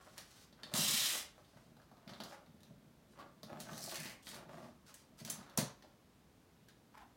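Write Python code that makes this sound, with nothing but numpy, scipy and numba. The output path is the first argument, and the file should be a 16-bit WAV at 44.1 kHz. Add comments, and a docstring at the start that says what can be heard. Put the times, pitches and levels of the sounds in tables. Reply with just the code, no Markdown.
"""Paper rips, peels and pops as a child unwraps a cardboard box on the floor of a quiet living room.
One fast rip, some fumbling, a slow strip peeled off the lid, then taut paper gives way with a pop.
Breaking fibres are trains of random clicks, and buckling creases are short bursts, both through filters.
Fingers scuff, chirp and judder by stick-slip friction; the hollow box rumbles and thuds in its modes.
Paper and fingers sound in a reverberant room, over steady soft noise."""
import sys
import numpy as np
from scipy import signal
from scipy.fft import rfft, irfft
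from scipy.io import wavfile
from scipy.ndimage import uniform_filter1d
from numba import njit

SR = 44100
rng = np.random.default_rng(int(sys.argv[2]) if len(sys.argv) > 2 else 0)


def master(y):
    """Save y as 16-bit WAV."""
    cut = np.clip(np.atleast_2d(y).T, -1, 1)
    pcm = np.round(cut * 32767)  # scale
    wavfile.write(sys.argv[1], SR, pcm.astype(np.int16))


N = 315756  # length in samples


def from_db(db):
    """Logarithmic level: decibels become an amplitude gain."""
    return 10 ** (np.asarray(db) / 20)


def rms_one(x):
    """Normalisation of mean power: scale to rms 1."""
    return x / np.sqrt(np.mean(x ** 2) + 1e-20)


def at_hz(points, hz):
    """Interpolation along a logarithmic frequency axis."""
    f, value = np.transpose(points)
    return np.interp(np.log(np.maximum(hz, 1)), np.log(f), value)


def drift(rate):
    """Slow random modulation: a wander of rms 1 through `rate` random points a second."""
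    knots = rng.standard_normal(int(N / SR * rate) + 2)
    position = np.arange(N) / SR * rate
    return rms_one(np.interp(position, np.arange(len(knots)), knots))


def through(x, response):
    """Linear superposition: convolve with an impulse response."""
    return signal.fftconvolve(x, response)[:N]


def colour(x, spectrum, size=8192):
    """Minimum-phase filtering: a causal response of unit energy that falls away below its first point."""
    hz = np.arange(size // 2 + 1) * SR / size
    bass_fall = np.clip(hz / spectrum[0][0], 1 / 20, 1) ** 2
    gain = from_db(at_hz(spectrum, hz)) * bass_fall
    # folding the cepstrum onto positive times makes the phase minimal
    cepstrum = irfft(np.log(gain))
    cepstrum[1:size // 2] *= 2
    cepstrum[size // 2 + 1:] = 0
    response = irfft(np.exp(rfft(cepstrum)))
    return through(x, response / np.linalg.norm(response))


def ring(x, hz, t60):
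    """Damped resonance: a unit click sets a sine of initial height 1 ringing."""
    r = from_db(-60 / (t60 * SR))
    w = 2 * np.pi * hz / SR
    return signal.lfilter([0, np.sin(w)], [1, -2 * r * np.cos(w), r * r], x + 1e-18)


@njit
def moving_resonance(x, hz, width):
    """Resonance with a moving centre, of gain 1; centre and width are shares of the sample rate."""
    out, state, r = np.zeros(len(x)), 0j, np.exp(-np.pi * width)
    for i in range(len(x)):
        state = state * r * np.exp(2j * np.pi * hz[i]) + x[i]
        out[i] = 2 * (1 - r) * state.real
    return out


def sing(x, pitch_hz, modes):
    """Modal resonance of paper: all its modes follow one moving pitch; rms 1."""
    voice = np.zeros(N)
    for multiple, width_hz, db in modes:
        voice += from_db(db) * moving_resonance(x + 1e-18, multiple * pitch_hz / SR, width_hz / SR)
    return rms_one(voice)


def grains(per_s, spread_db, clump_db, clump_rate, size=2200):
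    """Random impulse train: uneven clicks that come in clumps, levelled to rms 1 over each 50 ms."""
    sizes = from_db(spread_db * np.minimum(rng.exponential(1, N), 4)) * rng.choice([-1, 1], N)
    born = rng.random(N) < per_s / SR
    train = born * sizes * from_db(clump_db * drift(clump_rate))
    return train / np.sqrt(np.abs(uniform_filter1d(train ** 2, size)) + 1e-6)


def clicks(times, db):
    """Impulsive excitation: one click of the given height at each time."""
    out = np.zeros(N)
    out[np.round(times * SR).astype(int)] = from_db(db)
    return out


def gestures(rows, attack_s, release_s, sag_db_per_s, level_column=2):
    """Amplitude envelope: each hand movement builds up around its start, slackens and dies away."""
    t, out = np.arange(N) / SR, np.zeros(N)
    for row in rows:
        start, length, db = row[0], row[1], row[level_column]
        live = slice(*np.searchsorted(t, [start - attack_s / 2, start + length + 10 * release_s]))
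        age = t[live] - start
        hold = from_db(db - sag_db_per_s * (age - length / 2))
        rise = np.minimum(age / attack_s + .5, 1)
        decay = np.exp(-np.maximum(age - length, 0) / release_s)
        out[live] += hold * rise * decay
    return out


# Decay of the room. Each row: frequency in Hz, reverberation time t60 in s.
ROOM_DECAY = [(150, 0.3), (1000, 0.41), (4500, 0.31), (9000, 0.23), (15000, 0.18)]


def diffuse_tail(build_s, size=22000):
    """Diffuse reverberation: noise of unit energy that builds up quickly and dies sooner in the treble."""
    t, tail = np.arange(size) / SR, np.zeros(size)
    edges = np.geomspace(60, 19000, 12)
    for low, high in zip(edges, edges[1:]):
        band_pass = signal.butter(2, [low, high], "band", fs=SR, output="sos")
        band = signal.sosfilt(band_pass, rng.standard_normal(size))
        tail += band * from_db(-60 * t / at_hz(ROOM_DECAY, np.sqrt(low * high)))
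    tail *= 1 - np.exp(-t / build_s)
    return tail / np.linalg.norm(tail)


# Reflections off floor and furniture. Each row: delay in s, level in dB relative to the direct sound.
REFLECTIONS = [(.0021, -53), (.0047, -13.5)]


def room(x, tail_db, move_hz, count=4):
    """Reflection and reverberation: the paper moves, so the pattern of its reflections keeps changing."""
    shares = np.array([drift(move_hz) for _ in range(count)])
    shares /= np.linalg.norm(shares, axis=0)
    tail = from_db(tail_db) * sum(through(x * share, diffuse_tail(build_s=0.0013)) for share in shares)
    early = sum(from_db(db) * np.pad(x, (round(delay * SR), 0))[:N] for delay, db in REFLECTIONS)
    power = 1 + from_db(tail_db) ** 2 + sum(from_db(db) ** 2 for _, db in REFLECTIONS)
    return (x + early + tail) / np.sqrt(power)


# Colour of the background. Each row: frequency in Hz, relative spectral level in dB per Hz.
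AIR_COLOUR = [(25, -9), (55, 0), (95, -2.5), (130, 0), (230, -1), (320, -5.5), (700, -12.5), (1100, -15),
              (2300, -21.5), (3700, -22.5), (8000, -28.5), (16000, -31.5)]
AIR_DB = -66.4  # level of the filtered noise


def still_air():
    """Stationary random noise: a steady soft background, strongest in the bass."""
    return from_db(AIR_DB) * colour(rng.standard_normal(N), AIR_COLOUR)


# Loose paper shifting under the hands. Each row: start in s, length in s, relative level in dB.
PAPER_SHIFTS = [(0.0, 0.28, -75), (0.18, 0.021, -67), (0.29, 0.15, -70), (0.645, 0.043, -79),
                (0.726, 0.02, -59), (1.35, 0.32, -82.5), (2.08, 0.1, -77), (2.25, 0.085, -70.5),
                (3.1, 0.037, -79), (3.45, 0.18, -84), (3.602, 0.022, -61.5), (4.5, 0.18, -75.5),
                (4.872, 0.023, -64), (4.95, 0.07, -74.5), (5.192, 0.0063, -56.5), (5.257, 0.071, -60.5),
                (5.32, 0.11, -75)]
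# Colour of the brushing. Each row: frequency in Hz, relative spectral level in dB per Hz.
LOOSE_PAPER = [(900, 0.5), (1800, -3), (3000, -2), (4600, 2.5), (7000, -1), (10000, -4.5), (16000, -10.5)]


def rustle():
    """Granular friction: loose paper brushes against itself in fine grains."""
    brushing = grains(per_s=2200, spread_db=3.8, clump_db=2.2, clump_rate=60)
    shifting = gestures(PAPER_SHIFTS, attack_s=0.044, release_s=0.01, sag_db_per_s=0)
    return from_db(5.0) * colour(shifting * brushing, LOOSE_PAPER)


# Fingers sliding over the lid. Each row: start in s, length in s, relative level of the lid's drone in dB,
# relative level of the scuff in dB.
FINGER_STROKES = [(0.0, 0.0081, -68, -64.5), (0.063, 0.012, -64, -65.5), (0.16, 0.022, -66.5, -61),
                  (0.58, 0.33, -72.5, -70), (0.732, 0.028, -51.5, -51), (0.79, 0.36, -64, -61),
                  (1.13, 0.04, -58.5, -61), (1.37, 0.014, -67.5, -70.5), (1.545, 0.025, -68.5, -68),
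                  (1.96, 0.095, -77.5, -77), (2.084, 0.058, -65.5, -65.5), (2.21, 0.025, -59.5, -66),
                  (2.312, 0.016, -59.5, -57.5), (2.37, 0.063, -74.5, -79), (3.14, 0.056, -76, -70.5),
                  (3.194, 0.011, -60.5, -59.5), (3.23, 0.035, -70, -80), (3.49, 0.091, -56.5, -62.5),
                  (3.665, 0.083, -59.5, -58.5), (3.78, 0.1, -63, -68), (3.895, 0.034, -58.5, -59),
                  (3.97, 0.16, -67.5, -68.5), (4.265, 0.1, -71, -67), (4.335, 0.098, -65, -68.5),
                  (4.49, 0.031, -58, -61), (4.55, 0.099, -62.5, -66), (4.872, 0.033, -75, -69),
                  (5.265, 0.29, -71, -69), (5.69, 0.019, -86, -72), (5.83, 0.0069, -63, -73),
                  (6.945, 0.059, -79, -66)]
# Colours of the lid and of the scuff. Each row: frequency in Hz, relative spectral level in dB per Hz.
LID_COLOUR = [(220, -12.5), (340, -1.5), (450, -11), (590, 1.5), (700, -1.5), (850, -4.5), (1200, -32.5),
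              (3000, -45)]
SCUFF_COLOUR = [(600, -14), (900, -7.5), (1150, 1), (1700, -5), (2200, -12), (4000, -19), (9000, -35)]


def rub():
    """Stick-slip friction: fingers scuff the paper, and the lid drones as they press on it."""
    slips = grains(per_s=500, spread_db=4, clump_db=4, clump_rate=60)
    pressing = gestures(FINGER_STROKES, attack_s=0.052, release_s=0.022, sag_db_per_s=7, level_column=2)
    sliding = gestures(FINGER_STROKES, attack_s=0.036, release_s=0.017, sag_db_per_s=8, level_column=3)
    drone = from_db(4.5) * colour(pressing * slips, LID_COLOUR)
    scuff = from_db(2.7) * colour(sliding * slips, SCUFF_COLOUR)
    return drone + scuff


# Creases buckling and taut paper giving way. Each row: time in s, relative level of the snap in dB,
# of its dull part in dB, of its crisp part in dB, ringing frequency of the facet in Hz.
CREASE_SNAPS = [(0.18, -46.5, -62, -46.5, 4490), (0.1855, -51, -62, -67, 4470),
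                (0.5274, -59.5, -70, -79, 4540), (0.634, -43, -58, -71, 3780),
                (0.739, -34.5, -44.5, -36, 3470), (1.4474, -63.5, -82, -81, 3600),
                (1.7679, -64.5, -63, -84, 1400), (1.7985, -80, -63.5, -84, 1400),
                (1.8178, -63, -68, -86, 1410), (1.9146, -65, -61, -81, 1490), (1.97, -66, -67, -80, 2000),
                (2.078, -49, -84, -63, 1400), (2.094, -51.5, -57.5, -74, 1490),
                (2.0976, -53, -69, -69, 5200), (2.1355, -51, -65, -70, 3500),
                (2.203, -43, -48.5, -62, 2970), (2.208, -57, -57, -63, 1600),
                (2.2226, -61, -53.5, -68, 1500), (2.237, -46, -56, -51, 4460),
                (2.2422, -61, -61, -72, 6360), (2.463, -65, -78, -82, 4000), (2.606, -67, -83, -70, 3650),
                (2.6326, -58, -68, -62.5, 3650), (3.1898, -57, -58, -80, 1820),
                (3.203, -59, -56.5, -79, 1700), (3.4323, -48.5, -54.5, -54.5, 4470),
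                (3.6026, -49, -68, -47, 3980), (3.607, -54, -73, -49.5, 3400),
                (3.7323, -49.5, -59, -54, 3700), (3.7794, -47.5, -62, -47, 7020),
                (3.84, -52, -66, -43, 5250), (3.897, -44.5, -62, -52, 4200), (3.914, -44, -53.5, -48, 3380),
                (3.957, -41.5, -57, -42, 3340), (3.971, -44, -64, -60, 2100),
                (4.057, -41.5, -55, -58, 4400), (4.27, -44, -56.5, -60, 3470),
                (4.315, -49.5, -67, -62, 4300), (4.3443, -50, -68, -54, 3900),
                (4.9425, -55, -75, -51.5, 9100), (5.25, -44, -57.5, -44.5, 4700),
                (5.2765, -45.5, -52, -62, 1470), (5.2988, -53, -66, -45, 5070),
                (5.301, -43.5, -60, -33, 7950), (5.3048, -51, -65, -46, 5340),
                (5.39, -59, -57.5, -75, 2100), (5.43, -59, -64, -78, 2200), (5.465, -61, -63, -78, 1900),
                (5.4977, -58.5, -70, -64, 3500), (5.5761, -31.5, -39.5, -27.5, 5500),
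                (5.5812, -36, -39.5, -44, 5835), (5.587, -33, -42.5, -38, 4250),
                (5.8244, -55, -66, -71, 4700), (6.686, -57.5, -88, -62, 3520)]
# Colours of the three parts. Each row: frequency in Hz, relative spectral level in dB per Hz.
DULL_COLOUR = [(200, 5.5), (400, -5), (620, 0.5), (750, -0.5), (1000, -1), (1500, -1), (2300, -17.5),
               (5000, -37.5)]
SNAP_COLOUR = [(700, -10), (1800, 9.5), (2600, 3), (3400, 6), (4500, 7.5), (6000, -8.5), (8000, -5.5),
               (14000, -18)]
CRISP_COLOUR = [(3500, -32.5), (6000, 13), (7500, 14.5), (10500, 13), (13000, 7), (16000, 5.5)]


def snaps(click_db, strain_s, shiver_s, ring_db, ring_cycles, size=2400, lead=200):
    """Snap-through buckling: a crease creaks under strain, flips with a click, then shivers and rings."""
    lag = (np.arange(size) - lead) / SR  # seconds from the flip
    dull, snap, crisp, rung = np.zeros((4, N))
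    envelope = np.exp(np.minimum(lag / strain_s, -lag / shiver_s))
    shivers = rng.laplace(size=(len(CREASE_SNAPS), size)) * envelope
    for (s, snap_db, dull_db, crisp_db, hz), shiver in zip(CREASE_SNAPS, shivers):
        burst = shiver / np.linalg.norm(shiver)
        burst[lead] += from_db(click_db)
        ringing = ring(np.gradient(burst), hz, ring_cycles / hz)
        burst /= np.linalg.norm(burst)
        ringing /= np.linalg.norm(ringing)
        at = round(s * SR) - lead
        here = slice(at, at + size)
        dull[here] += from_db(dull_db) * burst
        snap[here] += from_db(snap_db) * burst
        crisp[here] += from_db(crisp_db) * burst
        rung[here] += from_db(ring_db + max(snap_db, crisp_db)) * ringing
    dull = from_db(28.5) * colour(dull, DULL_COLOUR)
    snap = from_db(19.5) * colour(snap, SNAP_COLOUR)
    crisp = from_db(23.0) * colour(crisp, CRISP_COLOUR)
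    return dull + snap + crisp + rung


def creases(count=3):
    """Incoherent summation: several facets flip in each snap, each sounding into the room in its own way."""
    total = np.zeros(N)
    for _ in range(count):
        facet = snaps(click_db=-7.5, strain_s=0.00095, shiver_s=0.0029, ring_db=11.5, ring_cycles=16.5)
        total += room(facet, tail_db=1.2, move_hz=3, count=2)
    return total / np.sqrt(count)


# Modes of the hollow box. Each row: frequency in Hz, relative level in dB, decay time t60 in s.
BOX_MODES = [(126.4, -3, 0.28), (147.5, 1.5, 0.17), (187.6, -4.5, 0.28), (186, 1, 0.077),
             (220.3, 3.5, 0.096), (237.1, -3.5, 0.25), (354.4, -12.5, 0.27), (440.7, -11.5, 0.22),
             (572, -11, 0.46), (608, -10, 0.22), (648, -4.5, 0.16)]


def box(push, contact_hz):
    """Modal excitation: a push rings the modes of the hollow box; a soft contact spares the high ones."""
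    soft = signal.sosfilt(signal.butter(1, contact_hz, fs=SR, output="sos"), push)
    out = np.zeros(N)
    for k, (hz, db, t60) in enumerate(BOX_MODES):
        sign = (-1) ** (k // 3)
        out += sign * from_db(db) * ring(soft, hz, t60)
    return out


# Hands tugging at the box. Each row: start in s, length in s, relative level in dB.
BOX_TUGS = [(0.63, 0.029, -57.5), (0.735, 0.061, -44.5), (0.79, 0.16, -49), (1.005, 0.038, -60),
            (1.55, 0.17, -63), (2.073, 0.038, -52.5), (2.13, 0.14, -62), (2.45, 0.94, -65),
            (3.436, 0.018, -53.5), (3.52, 0.22, -53.5), (3.715, 0.14, -54.5), (3.98, 0.098, -53),
            (4.3, 0.28, -57.5), (4.56, 0.11, -57), (5.103, 0.016, -58), (5.21, 0.13, -54.5),
            (5.375, 0.011, -51.5)]


def flex():
    """Forced vibration: the pull on the paper jerks the hollow box."""
    jerks = grains(per_s=600, spread_db=1.5, clump_db=3.5, clump_rate=35)
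    pulling = gestures(BOX_TUGS, attack_s=0.007, release_s=0.044, sag_db_per_s=3.0)
    return from_db(-3.0) * pulling * rms_one(box(jerks, contact_hz=470))


# Bumps on the box. Each row: time in s, relative height of the impulse in dB.
BOX_BUMPS = [(0.741, -36), (0.778, -49), (2.072, -44), (2.706, -45.5), (3.436, -43), (5.213, -40.5),
             (5.583, -23.5), (5.624, -31.5)]


def bumps():
    """Impact excitation: sudden pulls and knocks thump the box."""
    s, height_db = np.transpose(BOX_BUMPS)
    return from_db(-13.5) * box(clicks(s, height_db), contact_hz=1240)


# Colours of the breaking fibres and of the sheet. Each row: frequency in Hz, relative level in dB per Hz.
FIBRE_COLOUR = [(1500, -22), (2700, -1.5), (4300, 6), (5000, 4.5), (6200, 2.5), (7500, 2.5), (10000, -1),
                (12000, -1), (16000, -9)]
SHEET_COLOUR = [(800, -15.5), (1300, -14), (1800, -5.5), (2500, -2), (3300, -6.5), (6000, -19)]


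def tear(pulls, breaks, modes, flutter, crackle_db, flap_db, flap_swell_db, sheet_db, sheet_growth_db):
    """Fracture as excitation: breaking fibres crackle, and shake the fluttering free flap and the sheet."""
    t, effort, progress = np.arange(N) / SR, np.zeros(N), np.zeros(N)
    for rows in pulls:
        s, db, _ = np.transpose(rows)
        during = (t >= s[0]) & (t < s[-1])
        effort[during] = from_db(np.interp(t[during], s, db))
        progress[during] = (t[during] - s[0]) / (s[-1] - s[0])
    s, _, hz = np.vstack(pulls).T
    pitch_hz = np.interp(t, s, hz) * (1 + flutter * drift(30))
    flap = sing(breaks, pitch_hz, modes)
    crackle = from_db(crackle_db) * colour(breaks, FIBRE_COLOUR)
    # the flap's strength changes in mid-pull
    singing = from_db(flap_db + flap_swell_db * np.sin(np.pi * progress)) * flap
    # the sheet gains body as more of it comes free
    body = from_db(sheet_db + sheet_growth_db * progress) * colour(breaks, SHEET_COLOUR)
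    return effort * (crackle + singing + body)


# The fast rip, one list per pull. Each row: time in s, relative level in dB, pitch of the free flap in Hz.
RIP_PULL = [
    [(0.742, -41, 3500), (0.768, -37.5, 3680), (1.066, -41, 3630), (1.188, -46.5, 3600), (1.24, -72, 3400)],
]
# Resonances of the wide flap. Each row: multiple of the pitch, width in Hz, relative level in dB.
FLAP_MODES = [(0.87, 304, -5), (0.99, 340, 0), (1.1, 300, 0.5)]


def rip():
    """Dense fracture: in a fast tear thousands of fibre breaks a second merge into a rasp."""
    breaks = grains(per_s=3500, spread_db=3.8, clump_db=2.4, clump_rate=170)
    return tear(RIP_PULL, breaks, FLAP_MODES, flutter=0.019, crackle_db=1.5,
                flap_db=-8.0, flap_swell_db=10.5, sheet_db=-14.5, sheet_growth_db=10.5)


# Skids of a fingertip along the papered edge. Each row: start in s, length in s, relative level in dB,
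# pitch in Hz.
EDGE_SKIDS = [(2.323, 0.026, -55.5, 790), (3.19, 0.026, -57.5, 1150), (6.944, 0.011, -59.5, 950),
              (6.973, 0.0078, -51, 943), (6.998, 0.017, -60, 790), (7.021, 0.0073, -58, 965),
              (7.031, 0.0096, -65, 764), (7.072, 0.0074, -71, 993)]
# Resonances of that edge. Each row: multiple of the pitch, width in Hz, relative level in dB.
EDGE_MODES = [(1, 130, 11), (1.65, 350, -6), (2.15, 350, -15), (3.1, 900, -26)]


def skid():
    """Friction locked to a resonance: the fingertip slips in step with the ringing edge, a gritty chirp."""
    s, length, _, hz = np.transpose(EDGE_SKIDS)
    # steady within each skid
    pitch_hz = np.interp(np.arange(N) / SR, np.ravel([s, s + length], "F"), np.repeat(hz, 2))
    slip_hz = pitch_hz * (1 + .04 * drift(400))
    slips = np.sin(2 * np.pi * np.cumsum(slip_hz) / SR)
    grit = grains(per_s=2500, spread_db=2, clump_db=1, clump_rate=60)
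    chirp = sing(from_db(-15.5) * slips + grit, pitch_hz, EDGE_MODES)
    return from_db(1.0) * gestures(EDGE_SKIDS, attack_s=0.0079, release_s=0.004, sag_db_per_s=12) * chirp


# Two slow pulls, one list each; in the first the strip sings lower as it grows longer.
# Each row: time in s, relative level in dB, pitch of the strip in Hz.
PEEL_PULLS = [
    [(3.63, -73, 6400), (3.662, -68.5, 6440), (3.77, -57.5, 6200), (3.792, -50, 5900), (3.845, -52.5, 5260),
     (3.9, -51, 4050), (3.976, -52.5, 2130), (4.018, -53, 2050), (4.055, -55, 2000), (4.1, -58, 2150),
     (4.175, -92, 2150)],
    [(4.215, -68, 3800), (4.261, -57.5, 3700), (4.269, -56, 3600), (4.293, -54.5, 3700), (4.351, -59, 3900),
     (4.42, -85, 3900)],
]
# Resonances of the narrow strip. Each row: multiple of the pitch, width in Hz, relative level in dB.
STRIP_MODES = [(1, 523, 7), (2.3, 900, -5)]


def peel():
    """Sparse fracture: in a slow tear fewer fibres break at a time, so single breaks stand out."""
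    breaks = grains(per_s=1100, spread_db=4.8, clump_db=4.4, clump_rate=70)
    return tear(PEEL_PULLS, breaks, STRIP_MODES, flutter=.03, crackle_db=-2.5,
                flap_db=-3.0, flap_swell_db=-5.5, sheet_db=-23.5, sheet_growth_db=27.0)


# A finger juddering across the lid in an even run. One row: start in s, slips per s, relative level in dB.
JUDDER_RUN = (4.513, 34.5, -53)


def judder(count=7):
    """Periodic stick-slip: every slip knocks lid, paper and box; the run swells and fades."""
    start, per_s, db = JUDDER_RUN
    k = np.arange(count)
    height_db = db + 4 * np.sin(np.pi * k / count) + rng.normal(0, 1, count)
    slips = clicks(start + k / per_s, height_db)
    knock = from_db(14.0) * colour(slips, LID_COLOUR)
    scuff = from_db(8.5) * colour(slips, SCUFF_COLOUR)
    thump = from_db(-14) * box(slips, contact_hz=900)
    return knock + scuff + thump


def scene():
    """Superposition of sources: paper and fingers in the room, the box, and the still air."""
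    tearing = room(rip() + peel() + rustle(), tail_db=2.5, move_hz=9)
    fingers = room(rub() + judder(), tail_db=-2.5, move_hz=5)
    chirps = room(skid(), tail_db=-7, move_hz=5, count=1)
    return (tearing + creases() + fingers + chirps + flex() + bumps() + still_air())[None]


CUTOFF_HZ = 16100  # upper band limit


def record(dry):
    """Band limitation: the microphone drops the deep bass; the top is cut steeply."""
    thin = signal.sosfilt(signal.butter(4, 42, "high", fs=SR, output="sos"), dry)
    return signal.sosfilt(signal.ellip(12, .1, 80, CUTOFF_HZ, fs=SR, output="sos"), thin)


dry = scene()
out = record(dry)
master(out)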